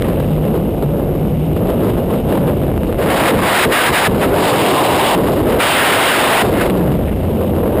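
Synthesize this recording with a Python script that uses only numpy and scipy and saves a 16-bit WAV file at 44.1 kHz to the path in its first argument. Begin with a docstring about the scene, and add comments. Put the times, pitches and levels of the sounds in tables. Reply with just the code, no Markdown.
"""A tearing freefall wind roars, thuds and flutters over the microphone port of a small housed camera.
Filtered noise stands for each eddy size; as the port turns into the stream, small bright eddies take over.
In the lee, air slaps the port, shed vortices hum as wavering tones, and dry noise puffs snap.
The pressure overloads the input stage, over an even hiss that the overload leaves alone.
The recorder samples slowly and holds each value, so the roar is mirrored in the treble."""
import sys
import numpy as np
from scipy import signal
from scipy.fft import rfft, irfft, next_fast_len
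from scipy.io import wavfile

SR = 44100
rng = np.random.default_rng(int(sys.argv[2]) if len(sys.argv) > 2 else 0)


def int16_out(signal):
    """Quantize to a 16-bit WAV file."""
    q = np.round(np.clip(np.atleast_2d(signal).T, -1, 1) * 32767)
    wavfile.write(sys.argv[1], SR, q.astype(np.int16))


def how_loud(loudness_db):
    """Turn decibels into a plain amplitude multiplier (0 dB gives 1, 20 dB gives 10)."""
    steps = np.asarray(loudness_db, float) / 20
    return 10 ** steps


N = 343974

# Eddy sizes, largest first. Each row: low edge in Hz, high edge in Hz, flutter spread in dB,
# flutter rate per second.
EDDY_BANDS = [(30.4, 82, 0, 4.5), (83.3, 244.4, 1, 18), (258, 611, 0.5, 48), (597, 1108, 3, 104),
              (1084, 2355, 3.0, 71), (2050, 3690, 1.5, 57), (3530, 5160, 1, 60)]
# Exposures at which the eddy balance is set, from full lee (0) to facing the stream (1).
EXPOSURE_STEPS = [0, .4, .6, .8, 1]
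# Eddy balance. Each row: one eddy size's level in dB at each of those exposures, largest eddies first.
EDDY_LEVELS = [(-16.5, -21, -20.5, -29.5, -34), (-19, -17, -18, -21, -25.5), (-24, -16, -13.5, -16, -18),
               (-49.5, -27, -22, -14, -13), (-47.5, -40.5, -29, -19, -11.5), (-49, -38, -36, -25, -17.5),
               (-59.5, -42, -35.5, -26, -21)]
# How the bulk of the eddies grows or shrinks as the camera rolls. Each row: time in seconds, coarseness in dB.
ROLL_COARSENESS = [(0.0, -4.5), (0.6, 4), (1.5, 1.5), (2.3, 1.5), (2.75, -2), (3.2, -2), (3.6, -2),
                   (4.05, -2.5), (4.4, 0), (4.75, 4), (5.1, 3), (5.35, -0.5), (5.65, -0.5), (6.15, 0),
                   (6.28, 0.5), (6.36, -1.5), (6.43, -1.5), (6.45, -1), (6.6, -3), (6.85, -1), (7.15, -3),
                   (7.45, 2.5), (7.8, 8)]
# Share of that coarseness each eddy size follows, largest first; negative moves against it.
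COARSENESS_SHARES = [-0.58, -0.18, 0.53, 0.44, -1.5, 0.15, 0.025]
SURGE_DB, SURGES_PER_S = 1.1, 5.0   # each eddy size also swells on its own: spread, rate

# Wind reaching the port while it is turned away. Each row: time in seconds, exposure from 0 to 1.
LEE_EXPOSURE = [(0.0, 0.2), (0.25, 0.21), (0.6, 0.03), (0.9, 0), (1.4, 0.06), (1.9, 0.15), (2.6, .12),
                (2.97, .1), (3.0, 0), (3.35, 0.56), (3.69, 0.53), (4.12, 0.39), (4.3, 0.54), (5.2, 0.37),
                (5.55, 0.61), (6.45, 0.61), (6.7, 0.37), (6.89, 0.27), (7.15, 0.09), (7.55, 0.15),
                (7.8, 0.19)]
# The port faces the stream, then drops back into the lee.
# Each row: start in seconds, end in seconds, rise in seconds, exposure from 0 to 1.
STREAM_BLASTS = [(2.98, 3.069, 0.0085, 0.54), (3.054, 3.328, .05, 0.77), (3.348, 3.667, 0.22, 0.96),
                 (3.702, 4.09, 0.033, 0.95), (4.29, 5.167, 0.14, .8), (5.589, 6.439, 0.017, 0.98)]
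DROP_S = 0.017
# Brief gusts and lulls. Each row: centre in seconds, length in seconds, change of exposure.
GUSTS_AND_LULLS = [(0.057, 0.14, 0.087), (0.567, 0.12, 0.24), (1.569, 0.029, 0.32), (1.694, 0.1, 0.19),
                   (1.856, 0.17, 0.23), (1.975, 0.074, 0.19), (2.13, 0.11, 0.21), (2.33, 0.18, 0.28),
                   (2.49, 0.11, 0.24), (2.871, 0.1, 0.17), (3.404, 0.023, -0.064), (3.474, 0.032, 0.082),
                   (3.911, 0.073, -0.3), (4.225, 0.11, .22), (5.053, 0.27, 0.085), (5.277, .1, 0.13),
                   (5.436, 0.13, -0.17), (5.5, 0.055, 0.072), (5.576, 0.037, -0.14), (6.264, 0.41, -0.05),
                   (6.397, .07, -0.014), (6.504, 0.083, -0.17), (6.628, 0.18, 0.21), (6.782, 0.03, 0.17),
                   (6.934, .1, 0.082), (7.018, 0.057, 0.027), (7.4, .1, 0.049)]
# The clear spurts of wind into the lee. Each row: time in seconds, jump of exposure in full lee.
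CLEAR_SPURTS = [ (0.968, 0.16), (1.029, .12), (1.69, 0.31), (1.83, .15), (1.895, 0.17), (2.263, .12),
                (2.295, 0.15), (2.77, 0.1), (2.88, .15), (3.027, .1), (6.695, 0.18), (6.951, .15),
                (7.164, 0.11), (7.404, 0.2), (7.66, .15), (7.784, .15)]
SPURT_DECAY_S, WEAK_SPURTS_PER_S, WEAK_SPURT_MEAN = 0.0098, 24, 0.086
WANDER_LEE, WANDER_FACING, WANDER_PER_S = 0.01, 0.0045, 9   # chance unrest of the exposure

# Slaps of air on the port. Each row: time in seconds, push level in dB before dulling.
PORT_SLAPS = [(2.717, -13), (2.778, -4), (2.834, -4), (2.868, -25), (2.927, -5), (2.945, -13), (2.965, -23),
              (6.92, -10), (7.68, -14)]
PUSH_S, SUCK_S, SUCK_DB = 0.0011, 0.0028, -1   # suck level is relative to the push
SLAP_DULL_HZ = 1200

# Spells of regular vortex shedding in the lee.
# Each row: start in seconds, end in seconds, first pitch in Hz, last pitch in Hz, hum level in dB.
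SHEDDING_SPELLS = [(0.141, 0.591, 143.6, 160.1, -19.5), (0.789, 1.54, 146.3, 157.2, -20.5),
                   (1.604, 1.718, 159.4, 192.7, -22.5), (1.8, 2.05, 200.5, 196.8, -26),
                   (2.406, 2.587, 154.6, 144.3, -20), (2.68, 2.968, 54.14, 51.7, -14.5),
                   (6.717, 6.84, 191.8, 170.8, -18.5), (6.901, 6.979, 135, 194, -18.5),
                   (7.016, 7.8, 84.86, 90.6, -20.5)]
HUM_FADE_S, HUM_WIDTH_SHARE, HUM_STEADINESS = 0.066, 0.1, 0.77   # width as a share of the pitch

# Short dry snaps in the wind. Each row: start in seconds, peak of the noise envelope in dB.
DRY_SNAPS = [(0.0219, -19), (0.173, -36), (0.3348, -29), (0.6667, -39), (1.5678, -28), (2.2952, -30),
             (2.931, -34), (3.353, -14), (6.6985, -16), (6.7054, -20), (7.7844, -37)]
SNAP_LOW_HZ, SNAP_HIGH_HZ, SNAP_S = 1080, 3330, 0.00076

# Even hiss that the overload does not gate. Each row: low edge in Hz, high edge in Hz,
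# level in dB ahead of the port colour.
HISS_BANDS = [(1970, 2960, -46.5), (3620, 7200, -49.5)]

# Colour of the port and housing. Each row: frequency in Hz, gain in dB.
PORT_COLOUR = [(500, 1.54), (1000, -0.8), (1600, 0), (2000, -1), (2400, -2), (2900, 2.5), (3300, -0.5),
               (3800, 0), (4300, -6), (4900, -4.5), (5500, -5), (6000, -9)]
PREAMP_DB, CEILING, KNEE, OFFSET = 5, 0.35, 1.85, 0.0087
COUPLING_HZ, CUTOFF_HZ = 103, 15280
HELD_RATE_HZ, REPEATS = 12000, 4


def rms_one(x):
    """Scale to rms 1."""
    return x / np.sqrt(np.mean(x ** 2) + 1e-20)


def in_time(rows):
    """Columns of a timed table after the first, drawn as lines with one value per sample."""
    seconds, *columns = np.transpose(rows)
    return [np.interp(np.arange(N) / SR, seconds, column) for column in columns]


def fresh_noise():
    """White noise with a spare second ahead, so that filters can settle."""
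    return rng.standard_normal(N + SR)


def drift(white, per_s):
    """Slow chance movement of rms 1: noise twice through a one-pole low-pass."""
    r = np.exp(-2 * np.pi * per_s / SR)
    return rms_one(signal.lfilter([1], [1, -2 * r, r * r], white)[-N:])


def eddies(low_hz, high_hz):
    """Turbulent pressure of one range of eddy sizes: band-passed noise, rms 1."""
    band = signal.butter(3, [low_hz, high_hz], "band", fs=SR, output="sos")
    return rms_one(signal.sosfilt(band, fresh_noise())[-N:])


def wind_roar():
    """Exposure sets the balance of eddy sizes; a common gust makes them flutter together."""
    gust, share = fresh_noise(), exposure()
    coarse_db, = in_time(ROLL_COARSENESS)
    roar = np.zeros(N)
    for levels_db, follows, band in zip(EDDY_LEVELS, COARSENESS_SHARES, EDDY_BANDS):
        low_hz, high_hz, flutter_db, per_s = band
        surge_db = SURGE_DB * drift(fresh_noise(), SURGES_PER_S)
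        flutter = rms_one(how_loud(flutter_db * drift(gust, per_s) + surge_db))
        level_db = np.interp(share, EXPOSURE_STEPS, levels_db) + follows * coarse_db
        roar += how_loud(level_db) * flutter * eddies(low_hz, high_hz)
    return roar


def exposure():
    """Lee or blast, whichever is stronger, plus gusts, spurts and an unrest that calms in the full stream."""
    t = np.arange(N) / SR
    share, = in_time(LEE_EXPOSURE)
    for start, end, rise, facing in STREAM_BLASTS:
        corners_s = [start, start + rise, end - DROP_S, end]
        from_here = share[int(start * SR)]
        blast = np.interp(t, corners_s, [from_here, facing, facing, 0], left=0)
        share = np.maximum(share, blast)
    for centre, length, change in GUSTS_AND_LULLS:
        across = np.clip((t - centre) / length, -.5, .5)
        share = share + change * np.cos(np.pi * across) ** 2
    share = share + (1 - np.clip(share, 0, 1)) * spurts()   # spurts only show out of the full stream
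    unrest = WANDER_LEE + (WANDER_FACING - WANDER_LEE) * np.clip(share, 0, 1)
    return share + unrest * drift(fresh_noise(), WANDER_PER_S)


def spurts():
    """Each spurt of wind jumps in and dies away exponentially; weak ones come at random."""
    strikes = rng.random(N) < WEAK_SPURTS_PER_S / SR
    jumps = WEAK_SPURT_MEAN * rng.exponential(1, N) * strikes
    seconds, jump = np.transpose(CLEAR_SPURTS)
    jumps[(seconds * SR).astype(int)] = jump
    return signal.lfilter([1], [1, -np.exp(-1 / (SPURT_DECAY_S * SR))], jumps + 1e-18)


def slaps():
    """The pressure sinks slowly as a suck, then flips to a short push; a low-pass dulls both."""
    t, out = np.arange(N) / SR, np.zeros(N)
    for seconds, push_db in PORT_SLAPS:
        after = t - seconds + PUSH_S / 2
        side = np.where(after > 0, 1, -how_loud(SUCK_DB))
        decay_s = np.where(after > 0, PUSH_S, SUCK_S)
        out += how_loud(push_db) * side * np.exp(-np.abs(after) / decay_s)
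    return signal.sosfilt(signal.butter(2, SLAP_DULL_HZ, fs=SR, output="sos"), out)


def hum():
    """Regular shedding while the camera faces away: each spell glides, with fades just outside its ends."""
    t, out = np.arange(N) / SR, np.zeros(N)
    for start, end, first_hz, last_hz, level_db in SHEDDING_SPELLS:
        fade = np.clip(np.minimum(t - start, end - t) / HUM_FADE_S + 1, 0, 1)
        glide_hz = np.interp(t, [start, end], [first_hz, last_hz])
        out += fade * how_loud(level_db) * vortex_street(glide_hz)
    return out


def vortex_street(shedding_hz):
    """A wavering tone: slow noise, read faster as the rate rises, bends its height and phase."""
    cycles = np.cumsum(shedding_hz) / SR
    half_width = signal.butter(2, HUM_WIDTH_SHARE / 8, output="sos")   # eight noise draws a cycle
    slow = signal.sosfilt(half_width, rng.standard_normal((2, N)))
    read_at = 8 * cycles + 999   # skips the settling of the filter
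    height, sway = [np.interp(read_at, np.arange(N), rms_one(v)) for v in slow]
    phase = 2 * np.pi * cycles
    return rms_one((height + HUM_STEADINESS) * np.cos(phase) + sway * np.sin(phase))


def snaps():
    """Each snap is a puff of band-passed noise that swells and dies in a few milliseconds."""
    seconds, peak_db = np.transpose(DRY_SNAPS)
    starts, r = np.zeros(N), np.exp(-1 / (SNAP_S * SR))
    starts[np.round(seconds * SR).astype(int)] = how_loud(peak_db)
    puffs = signal.lfilter([np.e * (1 - r)], [1, -2 * r, r * r], starts + 1e-18)
    return puffs * eddies(SNAP_LOW_HZ, SNAP_HIGH_HZ)


def even_hiss():
    """Steady bands of noise that stay even however hard the wind presses."""
    return sum(how_loud(db) * eddies(low_hz, high_hz) for low_hz, high_hz, db in HISS_BANDS)


def scene():
    """Roar, slaps, hum and snaps all press on one port, the same on both channels."""
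    pressure = wind_roar() + slaps() + hum() + snaps()
    return np.array([pressure, pressure])


def overload(x):
    """The input stage flattens at its ceiling, a little off centre."""
    x = (how_loud(PREAMP_DB) * x + OFFSET) / CEILING
    return CEILING * x / (1 + np.abs(x) ** KNEE) ** (1 / KNEE)


def colour(x):
    """Port resonances and treble roll-off, applied as gains across the spectrum."""
    hz, db = np.transpose(PORT_COLOUR)
    size = next_fast_len(N + SR)
    bins_hz = np.arange(1, size // 2 + 2) * SR / size
    gain = how_loud(np.interp(np.log(bins_hz), np.log(hz), db))
    return irfft(rfft(x, size) * gain, size)[:N]


def held(x):
    """Slow sampling, each value repeated: the steps mirror the spectrum around the slow sampling rate."""
    steps = np.repeat(signal.resample_poly(x, HELD_RATE_HZ, SR), REPEATS)
    return signal.resample_poly(steps, SR, HELD_RATE_HZ * REPEATS)[:N]


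def roll_off(x):
    """The treble ends steeply here."""
    return signal.sosfilt(signal.butter(12, 16030, fs=SR, output="sos"), x)


def record(dry):
    """One microphone: overload, a coupling capacitor that tilts the flat tops, held samples, top cut."""
    flat = overload(dry[0]) + even_hiss()
    tilted = signal.lfilter(*signal.butter(1, COUPLING_HZ, "high", fs=SR), flat)
    top_cut = signal.ellip(14, .1, 60, CUTOFF_HZ, fs=SR, output="sos")
    mono = signal.sosfilt(top_cut, held(colour(tilted)))
    mono = np.pad(mono, (0, N - len(mono)))
    return roll_off(np.array([mono, mono]))


dry = scene()
out = record(dry)
int16_out(out)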